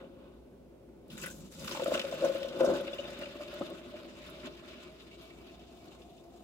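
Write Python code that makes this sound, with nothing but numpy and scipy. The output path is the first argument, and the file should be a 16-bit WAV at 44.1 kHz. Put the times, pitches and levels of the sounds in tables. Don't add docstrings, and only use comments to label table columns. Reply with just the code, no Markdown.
import sys
import numpy as np
from scipy import signal
from scipy.fft import rfft, irfft, next_fast_len
from scipy.io import wavfile

SR = 44100
rng = np.random.default_rng(int(sys.argv[2]) if len(sys.argv) > 2 else 0)


def master_out(mix):
    frames = np.transpose(np.atleast_2d(mix))
    ceiling = np.clip(frames, -1, 1)
    pcm = np.round(ceiling * 32767).astype(np.int16)
    wavfile.write(sys.argv[1], SR, pcm)


def invert_db(level):
    return 10 ** (np.asarray(level, dtype=float) / 20)


N = 283563

# time_s, weight_db (falling mass), spatter_db (shed droplets)
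STREAM = [(1.07, -66, -100), (1.11, -64, -60), (1.36, -56.5, -70), (1.5, -71, -69.5), (1.61, -50.5, -58),
          (1.7, -54, -53), (1.9, -39.5, -55.5), (2.09, -42, -53), (2.5, -43, -56), (2.85, -46, -55),
          (3.3, -46.5, -57.5), (3.6, -48.5, -59), (4.3, -52.5, -59.5), (4.53, -56, -61.5),
          (4.85, -57, -58.5), (5.05, -66, -65), (5.5, -60.5, -69), (6.43, -70, -73.5)]
# top_s, length_s, weight_db, spatter_db, counter_thump_db
GUSHES = [(1.232, 0.14, -73, -55, -47.5), (1.54, 0.032, -78, -60.5, -60), (1.72, 0.065, -54, -49, -42),
          (1.84, 0.093, -54, -50, -41), (1.955, 0.079, -34.5, -47, -36.5), (2.135, 0.048, -36, -54, -58),
          (2.254, 0.1, -28, -49.5, -39), (2.61, 0.028, -25, -48, -29.5), (2.646, 0.059, -25, -53, -42),
          (2.697, 0.16, -28.5, -75, -26.5), (2.761, 0.087, -31.5, -50, -49), (2.88, 0.015, -54, -46, -48),
          (3.05, 0.076, -41, -51, -42), (3.225, 0.082, -42, -50, -49), (3.575, 0.32, -69, -56, -47.5),
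          (3.62, 0.017, -64, -78, -30.5), (3.695, 0.092, -44, -60, -39.5), (3.97, 0.067, -53, -58, -45),
          (4.461, 0.059, -63, -53.5, -42), (4.87, 0.045, -71, -68, -47), (5.5, 0.35, -76, -63.5, -77),
          (5.92, 0.2, -57, -65, -52)]
# top_s, length_s, weight_db, spatter_db, counter_thump_db
SETTLING = [
    (0.001, 0.1, -44.5, -59, -45.5),
    (0.23, 0.33, -56, -71, -51),
]
GUSH_RISE_DB, GUSH_FALL_DB = 20.5, 20.5
# mean_flow_db, weight_share [dB/dB], spatter_share [dB/dB], dry_oats_db
COUNTER_LAW = (-51, 0.4059, 0.23, -1.5)
PLOP_LAW = (-59, -0.06, 1.41, -1.5)
SPRAY_LAW = (-62, 0.32, 0.62, 19)
RUMBLE_LAW = (-60, 0.3542, -0.02, 12)
MEAN_WEIGHT_DB, MEAN_SPATTER_DB = -50, -57
COUNTER_IDLE_DB = -54
THUMP_RUMBLE_DB = -18.5
DRY_FROM_S, DRY_UNTIL_S, SOAK_S = 1.068, 1.626, 0.29
FOAM_DB, FOAM_FROM_S = -67, 1.8

# time_s, pitch_hz
COLUMN = [(0, 536), (1.7, 535), (2.7, 545.8), (3.6, 594.6), (4.4, 598), (4.9, 620), (5.5, 680), (6.43, 690)]
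# centre_hz, width_hz, level_db
OVERTONES = [(662, 45, 2.5), (880, 72, -15.5), (1023, 79, -10.5), (1500, 65, -8)]
OVERTONES_DB, OVERTONES_UNTIL_S = -13, 3.1
# centre_hz, width_hz, level_db
COUNTER = [(248, 15.2, -5), (335, 51.7, -2.5), (382.7, 79.3, -3)]
# centre_hz, width_hz, level_db
CUP_FLOOR = [(76.7, 33, -5), (146.7, 23, 2.5), (218, 69, -0.5)]
# centre_hz, width_hz, level_db
CUP_WALL = [(1054, 31, -12.5), (1507, 63, 0.5), (2300, 18, -3.5), (2660, 275, 4.5), (3004, 86, 1.5),
            (3190, 110, 0.5), (3450, 94, -4.5), (3534, 88, 3), (5070, 190, -6.5), (5640, 36, 3.5),
            (11050, 170, -6.5)]
# start_s, peak_db, column_pitch_hz, counter_db, t60_s
GLUGS = [(1.748, -29, 580, -42, 0.039), (1.77, -25.5, 563, -37.5, .063), (1.795, -22, 525, -43, 0.077),
         (1.821, -12.5, 535, -48, 0.04), (1.86, -15, 550, -39, 0.051), (1.881, -7, 567, -19, 0.022),
         (1.92, -1.5, 568, -34, 0.02), (1.95, -10, 590, -38, 0.025), (1.973, -18, 547, -55, 0.04),
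         (2.041, -18.5, 554, -56, 0.055), (2.124, -19.5, 598, -48, 0.045), (2.221, -19, 520, -34, 0.3),
         (2.24, -13.5, 553, -39, 0.12), (2.268, -17, 522, -53, 0.036), (2.295, -13, 540, -42, 0.052),
         (2.349, -20.5, 549, -38, 0.11), (2.536, -26, 535, -49, 0.11), (2.607, -13.5, 531.7, -29, 0.24),
         (2.696, -9, 533, -31, 0.06), (2.758, -25, 550, -25.5, 0.052), (2.875, -28, 568, -42, 0.13),
         (3.355, -36, 585, -31, 0.029), (3.611, -13.5, 567, -22.5, 0.03), (4.047, -46, 610, -44, 0.17)]
# start_s, peak_db
GULPS = [(0.036, -35), (1.238, -32.5), (1.276, -38), (1.617, -36), (1.678, -37), (1.713, -36), (1.909, -24),
         (2.008, -34), (2.104, -33), (2.136, -23), (2.331, -42), (2.415, -24.5), (2.446, -23), (2.473, -29),
         (2.81, -21.5), (2.932, -26.5), (2.99, -23), (3.049, -43), (3.084, -28), (3.118, -36),
         (3.183, -35.5), (3.395, -28), (3.529, -30), (3.66, -40), (3.714, -31), (3.939, -30.5),
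         (4.352, -39), (4.382, -36), (4.472, -33), (4.712, -41), (2.186, -30), (2.64, -9), (2.722, -17),
         (3.405, -28), (3.458, -43), (3.585, -47), (2.66, -22), (2.68, -15), (1.99, -25), (2.05, -23)]
GULP_COUNTER_DB, GULP_T60_S = -25, 0.069

# centre_hz, level_db [dB per Hz]
SPATTER = [(800, 2.5), (1100, 12.5), (1600, 8.5), (2000, 8), (2700, 0.5), (4000, 7.5), (5000, -7),
           (7500, -1.5), (9400, -17.5), (11000, -9.5), (16500, -17)]
SPATTER_CENTRES_HZ = [950, 1500, 3100, 7500]
# start_s, peak_db, centre_hz
DROPS = [(1.1004, -48.5, 3360), (1.1765, -39.5, 1660), (1.2355, -32, 1680), (1.261, -36, 1610),
         (1.5933, -49.5, 5100), (1.643, -40, 1410), (1.6767, -34, 1300), (1.7106, -51, 1390),
         (1.7482, -29.5, 930), (1.7692, -36, 1040), (1.7941, -30.5, 1240), (1.858, -31.5, 1290),
         (1.9109, -34, 1010), (1.9385, -25.5, 1280), (1.995, -36.5, 2800), (2.1035, -62, 1470),
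         (2.1244, -35.5, 960), (2.209, -42, 1264), (2.2451, -32, 1030), (2.3569, -38.5, 1490),
         (2.405, -46, 3450), (2.4846, -41.5, 3450), (2.529, -49, 1530), (2.603, -33, 1380),
         (2.8672, -61, 3500), (2.932, -40.5, 3170), (2.9828, -46, 2750), (3.1892, -55, 2830),
         (3.2333, -53, 2800), (3.2558, -42, 2440)]
# start_s, peak_db, centre_hz
LATE_DROPS = [(3.4045, -44, 1220), (3.433, -47, 2900), (3.617, -50, 1180), (3.999, -47.5, 1090),
              (4.29, -43, 1190), (4.432, -42.5, 1510), (4.591, -56, 2870), (4.71, -53, 3780),
              (4.8532, -60, 2300), (4.9972, -54, 3620), (5.1123, -50, 2680), (5.2102, -52, 3810),
              (5.3035, -50, 2270), (5.5938, -55, 3450), (6.0163, -54, 3160), (6.1795, -58, 3500)]
# start_s, peak_db, centre_hz
TICKS = [(1.1007, -52, 10800), (1.178, -38, 7400), (1.214, -36, 7600), (1.2596, -31.5, 10800),
         (1.3018, -52, 7050), (1.5937, -43, 6840), (1.7198, -35, 5970), (1.8395, -39, 7500),
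         (1.877, -39, 7200), (1.9114, -50, 14800), (1.9398, -33, 6240), (2.2464, -34.5, 6270),
         (2.6048, -47, 6190), (2.6476, -34, 6100), (2.737, -43, 6550), (3.187, -52, 6300),
         (3.4304, -53, 7200), (3.595, -48, 7650), (4.297, -45, 12000), (4.457, -44.5, 6700)]
DROP_T60_S, TICK_T60_S = 0.061, 0.039
# start_s, peak_db, centre_hz
SLAPS = [(1.6437, -39, 5140), (1.6772, -30, 3400), (1.711, -31.5, 2780), (1.755, -38, 2330),
         (1.7714, -33.5, 2500), (1.82, -53, 4110), (1.8332, -32.5, 2720), (1.922, -41, 2870),
         (1.941, -27, 2580), (1.9744, -30.5, 2280), (1.9939, -25, 2600), (2.0144, -30.5, 2500),
         (2.0494, -37, 2820), (2.0764, -51, 2710), (2.1125, -41, 3850), (2.208, -37, 2650),
         (2.245, -46, 2720), (2.368, -40, 2790), (2.429, -36.5, 2660), (2.4867, -47, 3590),
         (2.5292, -45, 2570), (2.605, -38, 2590)]
# start_s, peak_db, centre_hz
SPITS = [(1.0799, -59, 10800), (1.94, -53, 11000), (1.9939, -47, 12500), (2.0931, -51, 12600),
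         (2.142, -48, 12600), (2.2453, -47, 10900), (2.2614, -49, 10800), (2.2942, -55, 11100),
         (2.3476, -49, 12600), (2.3794, -49, 12400), (2.4329, -50, 10900), (2.4593, -65, 10900),
         (2.4813, -52, 12300), (2.5701, -61, 10760), (2.588, -49, 10800), (2.6045, -51, 10900),
         (2.6294, -48, 12600), (2.6494, -56, 12600), (2.7048, -61, 9800), (2.73, -55, 12700),
         (2.7694, -48, 10100), (2.8094, -47, 10600), (3.8994, -61, 12800), (4.0594, -59, 12800)]
# start_s, peak_db, centre_hz
FLICKS = [(1.842, -39, 12500), (2.943, -49, 12700), (3.19, -46, 13500), (3.54, -47, 12300),
          (3.7, -50, 11200)]
# start_s, peak_db, pitch_hz
PINGS = [(2.657, -30, 3660), (2.876, -60, 2780), (2.988, -52, 2940), (3.05, -50.5, 3540),
         (3.232, -43, 2800), (3.662, -45, 3420), (5.88, -51, 4300)]
# start_s, peak_db, pitch_hz
PLINKS = [(1.178, -50, 1500), (1.237, -40, 1500), (1.259, -37.5, 1430), (1.263, -38, 1950),
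          (1.276, -39, 1500), (1.3, -45, 1500), (1.312, -51, 1590), (1.677, -42, 1480), (1.69, -44, 1150),
          (1.712, -39, 990), (1.769, -40, 930), (1.797, -34, 880), (1.832, -41, 1480), (1.975, -41, 1260),
          (1.946, -29, 2750), (2.808, -48, 3450), (2.868, -45, 3600), (2.878, -38, 2690),
          (2.892, -49, 3670), (2.93, -38, 3450), (2.935, -40, 2730), (2.984, -37, 2910), (2.992, -35, 2890),
          (3.036, -48, 2630), (3.053, -42, 3580), (3.055, -47, 2890), (3.075, -50, 2700),
          (3.115, -49, 3480), (3.145, -47, 3700), (3.192, -48, 2780), (3.212, -47, 2770),
          (3.233, -37.5, 2800), (3.255, -46, 2420), (1.13, -57, 1500), (1.153, -54, 1500),
          (1.197, -53, 1480), (1.222, -40, 2640), (1.245, -44, 2020), (1.286, -47, 1440),
          (2.596, -34, 1055), (2.606, -37, 1550), (2.617, -33, 1000), (2.66, -42, 1470),
          (2.74, -36.5, 1500), (3.352, -49, 1140), (3.43, -45, 1200), (3.538, -50, 1280),
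          (3.612, -42, 1036), (3.619, -38.5, 1250), (3.706, -48, 1080)]
PLINK_T60_S, PLINK_SWELL_S, PLINK_RISE = 0.037, 0.0021, 0.03
PLINK_LEAN_DB = 4
FLECKS_PER_S, FLECK_DB, FLECK_CYCLES = 90, -14.5, 98
FLECK_LOW_HZ, FLECK_HIGH_HZ = 2300, 4300
# top_s, length_s, level_db
WHISTLE = [(4.25, .1, -65), (4.4, 0.2, -67), (4.64, 0.1, -64), (4.74, 0.099, -60), (4.87, .08, -61),
           (5.13, .08, -64), (5.3, 0.26, -62), (5.43, .06, -68.5), (5.62, .15, -72), (5.82, .15, -70.5),
           (5.92, .08, -74)]
# centre_hz, width_hz, level_db
WHISTLE_RING = [(2300, 40, 0)]
COLUMN_HUM_DB, COLUMN_HUM_FROM_S, COLUMN_HUM_WIDTH_HZ = -62.5, 5.06, 68

# centre_hz, width_hz, depth [0-1]
DIPS = [(427, 162, 0.76)]
# centre_hz, width_hz, depth [0-1]
DIPS_UPPER = [(775, 90, .85)]
# centre_hz, likeness [0-1]
LIKENESS = [(60, 0.87), (640, 0.29), (1400, 0.35), (3100, 0.13), (7000, 0.056), (15000, 0.11)]
# centre_hz, level_db
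LEFT_OVER_RIGHT = [(60, 1.5), (110, 2), (200, -1), (380, 3), (540, 1), (700, 1.5), (1290, -3.5),
                   (2380, 0.5), (4400, 4.5), (8120, 1.5), (15000, 5)]
RIGHT_LAG_SAMPLES = 6

# centre_hz, level_db
ROOM = [(24, -43), (40, 0), (65, 3.5), (157, 0.5), (215, -2), (294, -52.5), (357, -4), (386, 5.5),
        (790, -5.5), (900, -29), (1170, -74), (1980, -120)]
# centre_hz, level_db
HISS = [(530, -49), (900, -24), (1150, -11), (1400, -14), (1920, -6), (2070, 4), (5160, -9), (16000, -32)]
ROOM_DB, HISS_DB, CAPSULE_HISS_DB = -60, -78.5, -77
# centre_hz, likeness [0-1]
ROOM_LIKENESS = [(60, 1), (400, 0.04), (1400, 0.078), (4000, 0.05), (15000, 0.02)]
# pitch_hz, rms_db
HUM = [(59.3, -65)]
CUTOFF_HZ = 15820


def rms_one(x):
    return x / np.sqrt(np.mean(x ** 2) + 1e-20)


def in_time(rows):
    s, *columns = np.transpose(rows)
    return [np.interp(np.arange(N) / SR, s, column) for column in columns]


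def at_hz(points, hz):
    table_hz, values = np.transpose(points)
    return np.interp(np.log(hz), np.log(table_hz), values)


def power_sum(levels_db):
    return 20 * np.log10(np.sqrt(np.sum(invert_db(np.array(levels_db)) ** 2, axis=0)))


def drift(rate_hz):
    r = np.exp(-80 * np.pi * rate_hz / SR)
    noise = rng.standard_normal(N // 40 + 2002)
    slow = signal.lfilter([1], [1, -2 * r, r * r], noise)[2000:]
    return np.interp(np.arange(N) / 40, np.arange(len(slow)), rms_one(slow))


def grains(per_s, spread_db):
    sizes_db = spread_db * np.minimum(rng.exponential(1, (2, N)), 5)
    sizes = invert_db(sizes_db) * rng.choice([-1, 1], (2, N))
    return sizes * (rng.random((2, N)) < per_s / SR) + 1e-18


def resonances(x, modes):
    out = 0
    for k, (hz, width_hz, level_db) in enumerate(modes):
        r = np.exp(-np.pi * width_hz / SR)
        zeros = [(1 - r * r) / 2, 0, -(1 - r * r) / 2]
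        poles = [1, -2 * r * np.cos(2 * np.pi * hz / SR), r * r]
        out = out + (-1) ** k * invert_db(level_db) * signal.lfilter(zeros, poles, x)
    return out


def moving_resonance(x, hz, width_hz):
    out, state = np.zeros(N), np.zeros(2)
    r = np.exp(-np.pi * width_hz / SR)
    for i in range(0, N, 256):
        poles = [1, -2 * r * np.cos(2 * np.pi * hz[i] / SR), r * r]
        out[i:i + 256], state = signal.lfilter([1 - r, 0, r - 1], poles, x[i:i + 256], zi=state)
    return out


def stereo_bands(pair, spectrum, likeness, patchy_db, moving_db):
    low_hz, high_hz = spectrum[0][0], spectrum[-1][0]
    edges_hz = low_hz * 2 ** np.arange(0, np.log2(high_hz / low_hz) + 1 / 3, 1 / 3)
    out = 0
    for low, high in zip(edges_hz, edges_hz[1:]):
        hz = np.sqrt(low * high)
        band = signal.butter(2, [low, high], "band", fs=SR, output="sos")
        mid, side = signal.sosfilt(band, pair)
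        alike = np.clip(at_hz(likeness, hz), 0, 1)
        gain = invert_db(at_hz(spectrum, hz) + patchy_db * drift(18.0) + moving_db(hz))
        stereo = np.sqrt(1 + alike) * mid + np.sqrt(1 - alike) * side * [[1], [-1]]
        out = -out + gain * stereo
    return out


def add(out, s, sound):
    i = round(s * SR)
    out[..., i:i + sound.shape[-1]] += sound[..., :N - i]


def swells(rows):
    top_s, length_s, *tops_db = np.transpose(rows)[..., None]
    coarse = np.arange(0, N + 32, 32)
    late = (coarse / SR - top_s) / length_s
    shape_db = np.maximum(np.minimum(GUSH_RISE_DB * late, -GUSH_FALL_DB * late), -150)
    return [np.interp(np.arange(N), coarse, power_sum(top_db + shape_db)) for top_db in tops_db]


def flow():
    stream_weight_db, stream_spatter_db = in_time(STREAM)
    gush_weight_db, gush_spatter_db, gush_thump_db = swells(GUSHES)
    settle_weight_db, settle_spatter_db, settle_thump_db = swells(SETTLING)
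    weight_db = power_sum([stream_weight_db, gush_weight_db, settle_weight_db])
    shed_db = power_sum([stream_spatter_db, gush_spatter_db])
    spatter_db = power_sum([shed_db, settle_spatter_db])
    t = np.arange(N) / SR
    dry_oats = np.clip((t - DRY_FROM_S) / 0.05, 0, 1) * np.exp(-np.maximum(t - DRY_UNTIL_S, 0) / SOAK_S)

    def follow(law, droplets_db):
        return np.dot(law, [np.ones(N), weight_db - MEAN_WEIGHT_DB, droplets_db - MEAN_SPATTER_DB, dry_oats])

    idle_db = np.full(N, COUNTER_IDLE_DB)
    counter_db = power_sum([follow(COUNTER_LAW, shed_db), gush_thump_db, settle_thump_db, idle_db])
    foam_db = FOAM_DB - 40 * np.clip(FOAM_FROM_S - t, 0, 1)
    spray_db = power_sum([follow(SPRAY_LAW, shed_db), foam_db])
    rumble_db = power_sum([follow(RUMBLE_LAW, shed_db), gush_thump_db + THUMP_RUMBLE_DB])
    plop_db = follow(PLOP_LAW, spatter_db)
    return weight_db, counter_db, rumble_db, plop_db, spatter_db, spray_db


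def slosh(column_db, counter_db, rumble_db):
    push = signal.lfilter([1], [1, -0.9], grains(1500 * invert_db(1.5 * drift(20)), 2.23))
    hz, = in_time(COLUMN)
    column = moving_resonance(moving_resonance(push[0], hz, 29.2), hz * 0.67, 350.0)
    counter = resonances(push[1] + 0.69 * push[0], COUNTER)
    floor = invert_db(rumble_db) * rms_one(resonances(push[1], CUP_FLOOR))
    muffled_db = -30 * np.clip(np.arange(N) / SR - OVERTONES_UNTIL_S, 0, 1)
    upper = rms_one(resonances(np.diff(push[1], prepend=0), OVERTONES))
    air = rms_one(column) + invert_db(OVERTONES_DB + muffled_db) * upper
    return invert_db(column_db) * air + invert_db(counter_db - 1.5) * rms_one(counter) + floor


def glugs():
    out, t = np.zeros(N), np.arange(round(0.1 * SR)) / SR
    further = []
    for s, peak_db in GULPS:
        further.append((s, peak_db, np.interp(s, *np.transpose(COLUMN)), peak_db + GULP_COUNTER_DB, GULP_T60_S))
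    lumps = list(GLUGS) + further
    phases = rng.uniform(0, 2 * np.pi, size=(len(lumps), 3))
    for (s, peak_db, hz, counter_db, t60_s), phase in zip(lumps, phases):
        swell = (1 - np.exp(-(t / 0.0029) ** 2)) * invert_db(-60 * t / max(t60_s, 0.01))
        column = np.sin(2 * np.pi * hz * t + phase[0])
        column = column + 0.2 * np.sin(2 * np.pi * 1.22 * hz * t + phase[2])
        counter = invert_db(counter_db + 3.0) * np.sin(2 * np.pi * COUNTER[1][0] * t + phase[1])
        add(out, s - 0.0015, swell * (invert_db(peak_db) * column + counter))
    return out


def spatter(*levels_db):
    clumps_db = 1.1 * drift(30) + 0.5 * drift(8)
    drops = rms_one(grains(3000 * invert_db(clumps_db), 3.4)) + 0.92 * rng.standard_normal((2, N))

    def moving_db(hz):
        log_centres = np.log(SPATTER_CENTRES_HZ)
        shares = [np.interp(np.log(hz), log_centres, one) for one in np.eye(len(levels_db))]
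        return clumps_db * (1 + hz / 12000) + np.dot(shares, levels_db)

    return stereo_bands(drops, SPATTER, LIKENESS, 2.0, moving_db)


def splashes(rows, breadth, swell_s, t60_s):
    out, t = np.zeros((2, N)), np.arange(round(0.06 * SR)) / SR
    top_hz = 0.45 * SR
    for (s, peak_db, hz), noise in zip(rows, rng.standard_normal((len(rows), 2, len(t)))):
        core = signal.butter(2, [hz / breadth, min(hz * breadth, top_hz)], "band", fs=SR)
        crackle = signal.butter(1, [hz * 1.15, min(hz * 1.58, top_hz)], "band", fs=SR)
        burst = rms_one(signal.lfilter(*core, noise)) + 0.68 * rms_one(signal.lfilter(*crackle, noise))
        envelope = (1 - np.exp(-t / swell_s)) * invert_db(peak_db - 3.5 - 60 * t / max(t60_s, 0.003))
        mid, side = burst * envelope
        add(out, s, mid + 0.5 * side * np.array([[1], [-1]]))
    return out


def plinks():
    out, t = np.zeros(N), np.arange(round(0.05 * SR)) / SR
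    age = t / PLINK_T60_S
    for s, peak_db, hz in PLINKS:
        swell = (1 - np.exp(-t / PLINK_SWELL_S)) * invert_db(peak_db + 6.0 - 60 * age)
        add(out, s, swell * np.sin(2 * np.pi * hz * t * (1 + PLINK_RISE * age)))
    return out


def flecks(spatter_db):
    clicks = grains(FLECKS_PER_S, 7.0)[0]
    dealt = rng.integers(0, 10, size=N)
    out = 0
    for k, hz in enumerate(np.geomspace(FLECK_LOW_HZ, FLECK_HIGH_HZ, num=10)):
        ring = resonances(clicks * (dealt == k) + 1e-18, [(hz, 0.98 * hz / FLECK_CYCLES, 0)])
        out = out + rms_one(resonances(ring, [(hz, hz / 6, 0)]))
    return invert_db(spatter_db + FLECK_DB) * rms_one(out)


def wall_whistle():
    whistle_db, = swells(WHISTLE)
    ring = resonances(resonances(rng.standard_normal(N), WHISTLE_RING), WHISTLE_RING)
    return invert_db(whistle_db - 0.5) * rms_one(ring)


def column_hum():
    hz, = in_time(COLUMN)
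    air = moving_resonance(rng.standard_normal(N), hz, COLUMN_HUM_WIDTH_HZ)
    air = moving_resonance(air, hz, 200.0)
    fade_db = -20 * np.clip(COLUMN_HUM_FROM_S + 0.5 - np.arange(N) / SR, 0, 1)
    return invert_db(COLUMN_HUM_DB + fade_db) * rms_one(air)


def kitchen(x):
    out = np.zeros((2, N))
    for k, lag_s in enumerate(rng.uniform(0.003, 0.044, 24)):
        add(out[k % 2], lag_s, x * invert_db(-200 * lag_s) * (-1) ** (k // 2))
    return signal.lfilter([0.5], [1, -0.5], out)


def near_left(x):
    size = next_fast_len(N)
    hz = np.maximum(np.fft.rfftfreq(size, 1 / SR), 1)
    lean = invert_db(at_hz(LEFT_OVER_RIGHT, hz) / 2)
    late = np.exp(-2j * np.pi * hz * RIGHT_LAG_SAMPLES / SR)
    return irfft(rfft(x, size) * [lean, late / lean], size)[:, :N]


def room():
    white, t = rng.standard_normal((2, N)), np.arange(N) / SR
    tone = invert_db(ROOM_DB) * rms_one(stereo_bands(white, ROOM[:-1], ROOM_LIKENESS, 0.37, lambda hz: 0))
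    hiss = invert_db(HISS_DB) * rms_one(stereo_bands(white, HISS[1:], ROOM_LIKENESS, 0.23, lambda hz: 0))
    hum = 0
    for hz, rms_db in HUM:
        hum = hum + np.sqrt(2) * invert_db(rms_db + 1.5 * drift(4)) * np.sin(2 * np.pi * hz * t)
    return tone + hiss + hum


def scene():
    column_db, counter_db, rumble_db, *droplets_db = flow()
    body = slosh(column_db, counter_db, rumble_db) + glugs()

    wet = spatter(counter_db - 14.5, *droplets_db)
    wet = wet + splashes(list(DROPS) + list(LATE_DROPS), 1.2, 0.00019, DROP_T60_S)
    wet = wet + splashes(TICKS, 1.1, 0.00096, TICK_T60_S)
    wet = 0.59 * wet + 1.347 * resonances(wet, CUP_WALL) + wall_whistle()
    cup = body + wet + invert_db(-15.5) * kitchen(body + wet[0])

    cup = cup + flecks(droplets_db[1])
    cup = cup + splashes(PINGS, 1.04, 0.006, 0.047) + splashes(FLICKS, 1.34, 0.00085, 0.021)
    slaps = splashes(SLAPS, 1.5, 0.00027, 0.036)
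    cup = cup + 0.48 * slaps + 0.92 * resonances(slaps, CUP_WALL)
    cup = cup + splashes(SPITS, 1.45, 0.00087, 0.02)
    cup = cup + plinks() * invert_db(PLINK_LEAN_DB * np.array([[0.5], [-1]]))

    cancelled = 0
    for hz, width_hz, depth in list(DIPS) + list(DIPS_UPPER):
        cancelled = cancelled + np.clip(depth, 0, 1) * resonances(cup, [(hz, width_hz, 0)])
    return near_left(cup - cancelled + column_hum()) + room()


def roll_off(x):
    return signal.sosfilt(signal.butter(12, 16150, fs=SR, output="sos"), x)


def record(dry):
    heard = dry + invert_db(CAPSULE_HISS_DB) * rng.standard_normal(dry.shape)
    top_cut = signal.ellip(12, 0.5, 60, CUTOFF_HZ, fs=SR, output="sos")
    return roll_off(signal.sosfilt(top_cut, heard))


dry = scene()
out = record(dry)
master_out(out)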